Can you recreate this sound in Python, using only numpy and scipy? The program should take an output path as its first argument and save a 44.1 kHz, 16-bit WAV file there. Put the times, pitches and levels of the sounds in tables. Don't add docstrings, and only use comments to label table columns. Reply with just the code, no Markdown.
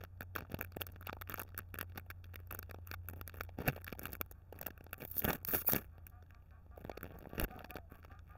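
import sys
import numpy as np
from scipy import signal
from scipy.fft import rfft, irfft
from scipy.io import wavfile

SR = 44100
rng = np.random.default_rng(int(sys.argv[2]) if len(sys.argv) > 2 else 0)


def wrap_up_sound(samples):
    columns = np.atleast_2d(samples).T
    tamed = np.clip(columns, -1, 1)
    steps = np.round(tamed * 32767).astype(np.int16)
    wavfile.write(sys.argv[1], SR, steps)


N = 369116
TIME = np.arange(N) / SR

# start_s, then levels before the mix lift of the held packet's thump_db,
# the film panel's crack_db and the crease's tick_db
LOUD_SNAPS = [(0.037,-50,-47.5,-50),(0.207,-43.5,-41,-47),(0.3531,-48,-43,-47),(0.3613,-41,-34,-40),(0.3835,-75,-44,-54),(0.407,-53.5,-49,-58),(0.4487,-56,-74,-84),
              (0.5191,-47,-48,-49.5),(0.5453,-44.5,-44,-48),(0.5896,-45,-51,-51),(0.6111,-41,-35,-36),(0.625,-52,-49,-47.5),(0.7211,-77,-57.5,-79),(0.7683,-39,-46,-48.5),(0.8112,-55,-47.5,-39),(0.8166,-46,-32.5,-36),(0.8665,-63,-52.5,-42.5),
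              (1.0102,-55,-52.5,-55),(1.0701,-47,-40.5,-43),(1.1294,-41,-43,-57),(1.213,-54,-45,-47),(1.2184,-55,-42,-43),(1.297,-46.5,-43,-39.5),(1.3204,-71,-48,-55),(1.3411,-42.5,-36.5,-39.5),(1.395,-44.5,-52,-40.5),(1.3993,-52,-41,-40.5),(1.4163,-68,-46,-40.5),
              (1.577,-56,-44,-36),(1.5895,-53,-42,-38.5),(1.742,-46,-44.5,-45.5),(1.787,-48,-40,-39),(1.8115,-43,-35.5,-36.5),(1.9742,-41.5,-39,-44),(1.997,-65,-53,-56),(2.101,-54,-42,-47),(2.2415,-65,-54.5,-65),(2.3571,-53.5,-43,-48),
              (2.5101,-52.5,-43,-44),(2.525,-49,-49,-44),(2.5484,-48.5,-44.5,-41.5),(2.5899,-71,-51.5,-38.5),(2.6284,-57,-47.5,-52),(2.7105,-49,-45.5,-51),(2.7446,-49,-57.5,-68),(2.8725,-66,-53.5,-46.5),(2.9137,-47.5,-40,-47),(2.9381,-67,-40.5,-46),
              (3.086,-59,-46.5,-40),(3.212,-50,-44.5,-46),(3.277,-55,-48,-41),(3.3416,-49.5,-53,-57.5),(3.409,-41.5,-35,-45),(3.491,-53.5,-55.5,-87),(3.6174,-44,-49.5,-56),(3.6787,-34,-52,-31),(3.6839,-35.5,-29.5,-37),(3.761,-47,-50,-54.5),
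              (3.844,-74,-53.5,-45),(3.876,-60,-52,-56),(3.9255,-39.5,-43,-49),(3.9929,-49,-46.5,-39),(4.032,-62,-54,-46),(4.0545,-47,-38.5,-39.5),(4.1302,-50.5,-58.5,-40),(4.1521,-55,-45.5,-47),(4.2123,-39.5,-34.5,-33.5),(4.312,-54.5,-56.5,-48),
              (4.5247,-46,-54.5,-58),(4.5886,-70,-53.5,-52),(4.6129,-46,-48,-39.5),(4.6618,-45,-42,-46),(4.6673,-46,-42.5,-35.5),(4.7043,-51,-51,-64.5),(4.8413,-68,-66.5,-58.5),(4.9299,-47,-40,-39.5),(5.0184,-48,-46.5,-56),(5.0507,-48,-48,-40.5),(5.203,-71,-59,-43),
              (5.22,-50,-46,-51),(5.2445,-40.5,-40,-33),(5.2505,-35,-33,-32),(5.2874,-37,-39,-38),(5.3037,-63,-33,-57.5),(5.3303,-42,-51,-33),(5.449,-73,-46,-35.5),(5.4783,-67,-76,-53),(5.5472,-34.5,-34.5,-44),(5.5604,-74,-69,-39),(5.617,-52,-47.5,-45),
              (5.6884,-37.5,-60,-51),(5.7205,-68,-55,-31.5),(5.7335,-34,-63,-28),(5.7463,-34.5,-38,-53),(5.7554,-60,-45,-38),(5.7839,-46.5,-48.5,-83),(6.0668,-66,-54.5,-47.5),(6.2248,-60,-62.5,-79),
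              (6.7767,-48,-63,-62),(6.8952,-39,-47,-65),(6.975,-43,-47.5,-58),(7.0306,-47,-44,-44),(7.155,-54.5,-71,-83),(7.271,-48,-67,-69),(7.38,-43.5,-46,-73),(7.3981,-38,-33,-34.5),(7.414,-38.5,-47,-40),(7.4338,-49,-59,-65),(7.441,-48,-62,-37.5),
              (7.5913,-77,-51,-58),(7.6049,-49,-63.5,-76),(7.647,-49,-52.5,-66),(7.7067,-58,-45,-45),(7.756,-42,-50,-62),(7.7678,-55.5,-44.5,-53),(8.0472,-54,-54.5,-65)]


def from_db(db):
    return 10 ** (np.asarray(db) / 20)


def rms_one(x):
    return x / np.sqrt(np.mean(x ** 2) + 1e-20)


def in_time(rows):
    s, *columns = np.transpose(rows)
    return [np.interp(TIME, s, c) for c in columns]


def add(out, s, sound):
    at = max(round(s * SR), 0)
    out[at:at + len(sound)] += sound[:max(N - at, 0)]


def cut(x, hz, kind, order=2):
    return signal.sosfilt(signal.butter(order, hz, kind, fs=SR, output="sos"), x)


def resonate(x, hz, width_hz):
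    k = 1 / (1 + np.tan(np.pi * width_hz / SR))
    feedback = [1, -2 * k * np.cos(2 * np.pi * hz / SR), 2 * k - 1]
    return signal.lfilter([1 - k, 0, k - 1], feedback, x + 1e-18)


def drift(per_s):
    knots = rng.standard_normal(N // 8)
    return rms_one(np.interp(TIME * per_s, np.arange(len(knots)), knots))


def wrapper(push, thump_hz, crack_hz, bite):
    thump = cut(resonate(push, thump_hz, 2 * thump_hz), 1000, "low")
    panel = resonate(push, crack_hz, .4 * crack_hz)
    overtone = .55 * resonate(push, 1.58 * crack_hz, .25 * crack_hz)
    crack = cut(panel + overtone + bite * resonate(push, 5730, 5600), 3510, "low")
    tick = cut(push, 3800, "high") + .7 * resonate(push, 13800, 3000)
    return thump, crack, tick


def holding_db():
    # start_s, level_db
    hold_curve = [(0,-114),(0.3,-102),(0.6,-79.5),(1.5,-88),(2.3,-82),(2.9,-87),(3.9,-77),(4.42,-89.5),(4.8,-84.5),(5.4,-73),(5.9,-86),(6.7,-92.5),(7.35,-74.5),(7.7,-82),(7.82,-93),(8.37,-95)]
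    # thump_db, crack_db, tick_db
    hold_offsets = (6, 4.5, -2)
    return np.array(hold_offsets)[:, None] + in_time(hold_curve)[0]


def rubbing_db(rise_db_per_s=1298.5, fall_db_per_s=601, uneven_db=2.5):
    # start_s, length_s, then thump_db, crack_db, tick_db before wander and mix lift
    finger_strokes = [(0,0.03,-57.5,-60,-74),(.207,0.036,-65,-64,-76),(0.36,0.072,-55.5,-61,-79),(0.482,0.15,-57.5,-63.5,-80),(0.773,0.19,-64.5,-68,-84),(1.066,0.042,-62,-52,-77),(1.283,0.052,-53,-48.5,-57.5),(1.395,0.032,-59,-66,-79),(1.475,.13,-58.5,-59,-75),
                      (1.731,.1,-61.5,-58.5,-68),(1.954,0.02,-57,-56,-67),(2.507,0.1,-59.5,-63.5,-71),(2.867,0.071,-70.5,-65,-67),(3.078,0.11,-58,-65.5,-66),(3.354,0.062,-57,-58,-56.5),(3.587,0.058,-47,-55.5,-66.5),(3.666,0.023,-41,-43.5,-54),(3.723,0.11,-60.5,-61,-63),
                      (3.87,0.077,-58.5,-53,-65),(3.979,0.18,-58,-60.5,-64),(4.528,0.12,-62.5,-67,-75),(4.98,0.065,-55.5,-59,-56.5),(5.162,0.046,-58,-62,-47),(5.239,0.11,-43,-44.5,-44),(5.485,.1,-55.5,-52.5,-44.5),(5.534,0.028,-43.5,-47,-40.5),(5.683,0.05,-59.5,-50.5,-41),
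                      (5.728,0.042,-43,-45,-40.5),(5.787,0.043,-54,-56.5,-53.5),(6.771,0.11,-59,-65,-70),(7.028,0.62,-58,-65,-72.5),(7.34,.04,-53.5,-57.5,-64),(7.383,0.065,-42.5,-47.5,-54),(7.48,.18,-60,-64,-73.5),(7.687,0.068,-57,-60,-67),(7.908,0.083,-62.5,-65,-68),(8.021,0.02,-60,-63,-74),(8.083,0.054,-69,-69.5,-81.5),(8.261,0.054,-66,-65.5,-72)]
    levels_db = holding_db()
    for s, length_s, *stroke_db in finger_strokes:
        before_db = (s - TIME) * rise_db_per_s
        after_db = (TIME - s - length_s) * fall_db_per_s
        fade_db = np.maximum(np.maximum(before_db, after_db), 0)
        levels_db = np.maximum(levels_db, np.array(stroke_db)[:, None] - fade_db)
    return levels_db + uneven_db * drift(110)


def crackle(quiet_per_s=110, busy_per_s=1300, size_db=4.0, hiss=.12):
    levels_db = rubbing_db()
    loudest_db = np.maximum(levels_db[0], levels_db[2])
    effort = np.clip((loudest_db + 65.0) / 26, 0, 1)
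    per_s = quiet_per_s + busy_per_s * effort ** 2
    parts = 0
    for thump_hz, crack_hz in [(150, 1300), (200, 1750)]:
        sizes = from_db(size_db * np.minimum(rng.exponential(1, N), 4))
        gives_way = rng.random(N) < .5 * per_s / SR
        bursts = cut(sizes * gives_way + 1e-18, 500, "low", order=1)
        grains = rms_one(bursts * rng.standard_normal(N) / np.sqrt(per_s))
        friction = hiss * (.1 + effort) * rng.standard_normal(N)
        parts = parts + np.array(wrapper(grains + friction, thump_hz, crack_hz, bite=0.37))
    lifts = from_db([2.0, 2.0, 0.5])
    return sum(lift * from_db(db) * rms_one(p) for lift, db, p in zip(lifts, levels_db, parts))


def room(air_db=-61.0, drone_db=-63):
    # start_s, pitch_hz, level_db (rms, before a small wander)
    motor_curve = [(0, 90, -54), (3.1, 87.35, -52.5), (4.4, 86.5, -59), (8.37, 84.45, -62)]
    # frequency_hz, relative_density_db (per Hz)
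    air_spectrum = [(20, -5), (57, -3.5), (72, 0.5), (120, -9.5), (200, -16.5), (400, -26.5), (800, -28),
                    (1500, -34), (2500, -44.5), (5000, -50), (10000, -43.5), (15000, -54.5)]
    hz, level_db = in_time(motor_curve)
    hum_gain = from_db(level_db + 1.3 * drift(12)) * np.sqrt(2)
    hum = hum_gain * np.sin(2 * np.pi * np.cumsum(hz) / SR)
    drone = from_db(drone_db) * rms_one(resonate(resonate(rng.standard_normal(N), 57, 5.4), 57, 5.4))
    points = np.array(air_spectrum)
    bins_hz = np.maximum(np.arange(N // 2 + 1) * SR / N, 1)
    colour = from_db(np.interp(np.log(bins_hz), np.log(points[:, 0]), points[:, 1]))
    air = rms_one(irfft(rfft(rng.standard_normal(N)) * colour, N))
    return hum + drone + from_db(air_db) * air


def high_tone(hz=12000, width_hz=30, tone_db=-94):
    return from_db(tone_db) * rms_one(resonate(rng.standard_normal(N), hz, width_hz))


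def lesser_snaps(neighbours=1, strays_per_s=12, level_spread_db=6.5):
    near_spread_s, near_loss_db = 0.019, 13.5
    stray_above_db, ceiling_db = 13.5, -49
    loud = np.repeat(LOUD_SNAPS, 2, axis=0)
    near_s = loud[:, 0] + near_spread_s * rng.normal(.5, 1, len(loud))
    near = np.column_stack([near_s, loud[:, 1:] - near_loss_db])
    at = rng.integers(0, N, size=400)
    strays = np.column_stack([at / SR, holding_db()[:, at].T + stray_above_db])
    rows = np.vstack([near, strays])
    rows[:, 1:] += level_spread_db * rng.standard_normal(rows[:, 1:].shape)
    rows[:, 1:] = np.minimum(rows[:, 1:], ceiling_db)
    chance = np.repeat([neighbours / 2, strays_per_s * N / SR / len(at)], [len(loud), len(at)])
    return rows[rng.random(len(rows)) < chance]


def snaps(slip_s=0.00047, after_db=-25, lead_noise_db=-26, size_spread=0.15):
    lead_s, lead_noise_s, after_s = .004, .0014, .004
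    out, t = np.zeros(N), np.arange(1200) / SR - lead_s
    lifts = from_db([3.0, 3.5, 3.0])
    lead_noise = from_db(lead_noise_db) * np.exp(-abs(t) / lead_noise_s)
    after = from_db(after_db) * np.exp(-abs(t) / after_s)
    faint_noise = np.where(t < 0, lead_noise, after)
    level_scale = np.sqrt(.005 * SR / len(t))
    for s, *levels_db in [*LOUD_SNAPS, *lesser_snaps()]:
        speed, grip, panel = np.clip(rng.standard_normal(3), -2, 2)
        flip = np.maximum(t, 0) / (slip_s * np.exp(0.83 * speed))
        push = rng.standard_normal(len(t)) * (flip * np.exp(1 - flip) + faint_noise)
        parts = wrapper(push, 450 * np.exp(.5 * grip), 1570 * np.exp(size_spread * panel), bite=0.67)
        snap = sum(lift * from_db(db) * rms_one(p) for lift, db, p in zip(lifts, levels_db, parts))
        add(out, s - lead_s, level_scale * snap)
    return out


def bumps(ring_s=0.015):
    # start_s, pitch_hz, level_db (doubled in amplitude below)
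    hand_knocks = [(3.68, 135.5, -32.5), (7.389, 78, -38.5), (7.426, 46.5, -32.5)]
    out, t = np.zeros(N), np.arange(8192) / SR
    for s, hz, level_db in hand_knocks:
        add(out, s, from_db(level_db) * np.sin(2 * np.pi * hz * t) * 2 * np.exp(-t / ring_s))
    return out


def bird(pitch_hz=205, every_s=0.198, rasp=0.4, length_s=0.095):
    # start_s, level_db (before each call's swell)
    call_levels = [(4.33, -71.5), (5.702, -67), (6.101, -66), (6.8, -65.5), (7.3, -57.5), (8.299, -63)]
    # pitch_hz, width_hz (of one pass), level_db
    throat_tones = [(740.5, 51, -3), (1213, 170, -8.5), (1430, 510, -14.5), (2420, 130, -22.5)]
    out, t = np.zeros(N), np.arange(8192) / SR
    along = np.minimum(t / length_s, 1)
    swell = np.sin(np.pi * along ** .5)
    curve_s, curve_db = np.transpose(call_levels)
    for s in np.arange(curve_s[0], N / SR, every_s):
        level_db = np.interp(s, curve_s, curve_db)
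        hz = pitch_hz * (1 + 0.079 * rng.standard_normal()) * (1 + .11 * along)
        pulses = rms_one(np.diff(np.floor(np.cumsum(hz) / SR), prepend=0))
        voice = pulses + rasp * rng.standard_normal(len(t))
        call = sum(from_db(db) * resonate(resonate(voice, f, w), f, w) for f, w, db in throat_tones)
        add(out, s, from_db(level_db) * rms_one(call) * swell)
    echo = np.interp(TIME - .037, TIME, out)
    return out + 0.59 * echo


def thin_hiss(x, level_rows, low_share=.1):
    s, *_, level_db = np.transpose(level_rows)
    stroke = (TIME > s[0]) & (TIME < s[-1])
    thin = rms_one(resonate(x, 14900, 2400) + low_share * x)
    return stroke * from_db(np.interp(TIME, s, level_db)) * thin


def slide(catch_db=6.0):
    # start_s, level_db
    slide_curve = [(4.95, -84), (5.0, -62), (5.12, -49), (5.2, -36), (5.225, -79)]
    rub = rng.standard_normal(N) * from_db(catch_db * drift(290))
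    return thin_hiss(rub, slide_curve, low_share=0.021)


def seam(catch_db=5.0, friction=0.39):
    # start_s, slips_per_s, level_db
    seam_curve = [(5.46, 830, -65), (5.475, 2800, -36), (5.49, 5300, -39), (5.531, 2700, -35),
                  (5.558, 1340, -35), (5.578, 2300, -46), (5.613, 1200, -40), (5.642, 2100, -66),
                  (5.679, 2500, -28), (5.692, 2300, -34), (5.724, 1700, -33), (5.737, 2500, -61)]
    per_s, _ = in_time(seam_curve)
    phase = 2 * np.pi * np.cumsum(per_s * (1 + .045 * drift(500))) / SR
    slips = rms_one(sum(np.cos(k * phase) * (k * per_s < SR / 2) for k in range(1, 9)))
    squeak = (slips + friction * rng.standard_normal(N)) * from_db(catch_db * drift(500))
    return thin_hiss(squeak, seam_curve, low_share=.06)


def far_tone():
    # start_s, pitch_hz (before a slight wander), level_db (rms)
    tone_curve = [(7.45, 745, -80), (7.52, 772, -67), (7.68, 733, -67.5), (7.82, 688, -69),
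                  (7.87, 650, -73), (7.9, 625, -103)]
    hz, level_db = in_time(tone_curve)
    sounding = (TIME > tone_curve[0][0]) & (TIME < tone_curve[-1][0])
    phase = 2 * np.pi * np.cumsum(hz * (1 + 0.0089 * drift(60))) / SR
    return sounding * from_db(level_db) * np.sqrt(2) * np.sin(phase)


def scene():
    close = snaps() + crackle() + bumps() + slide() + seam()
    behind = bird() + far_tone() + room() + high_tone()
    return (close + behind)[None]


def record(dry, notch_spacing_hz=1013, notch_q=5.28, notch_db=-23, cutoff_hz=16812):
    # centre_hz, width_hz, level_db
    mic_bands = [(319, 230, -2), (840, 190, 1), (2105, 130, -4), (6300, 1800, 5), (10370, 4800, -1)]
    out = dry
    for hz, width_hz, colour_db in mic_bands:
        out = out - (1 - from_db(colour_db)) * resonate(out, hz, width_hz)
    for hz in notch_spacing_hz * np.arange(1, 11):
        out = out - (1 - from_db(notch_db)) * resonate(out, hz, hz / notch_q)
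    return signal.sosfilt(signal.cheby2(12, 70, cutoff_hz, fs=SR, output="sos"), out)


dry = scene()
out = record(dry)
wrap_up_sound(out)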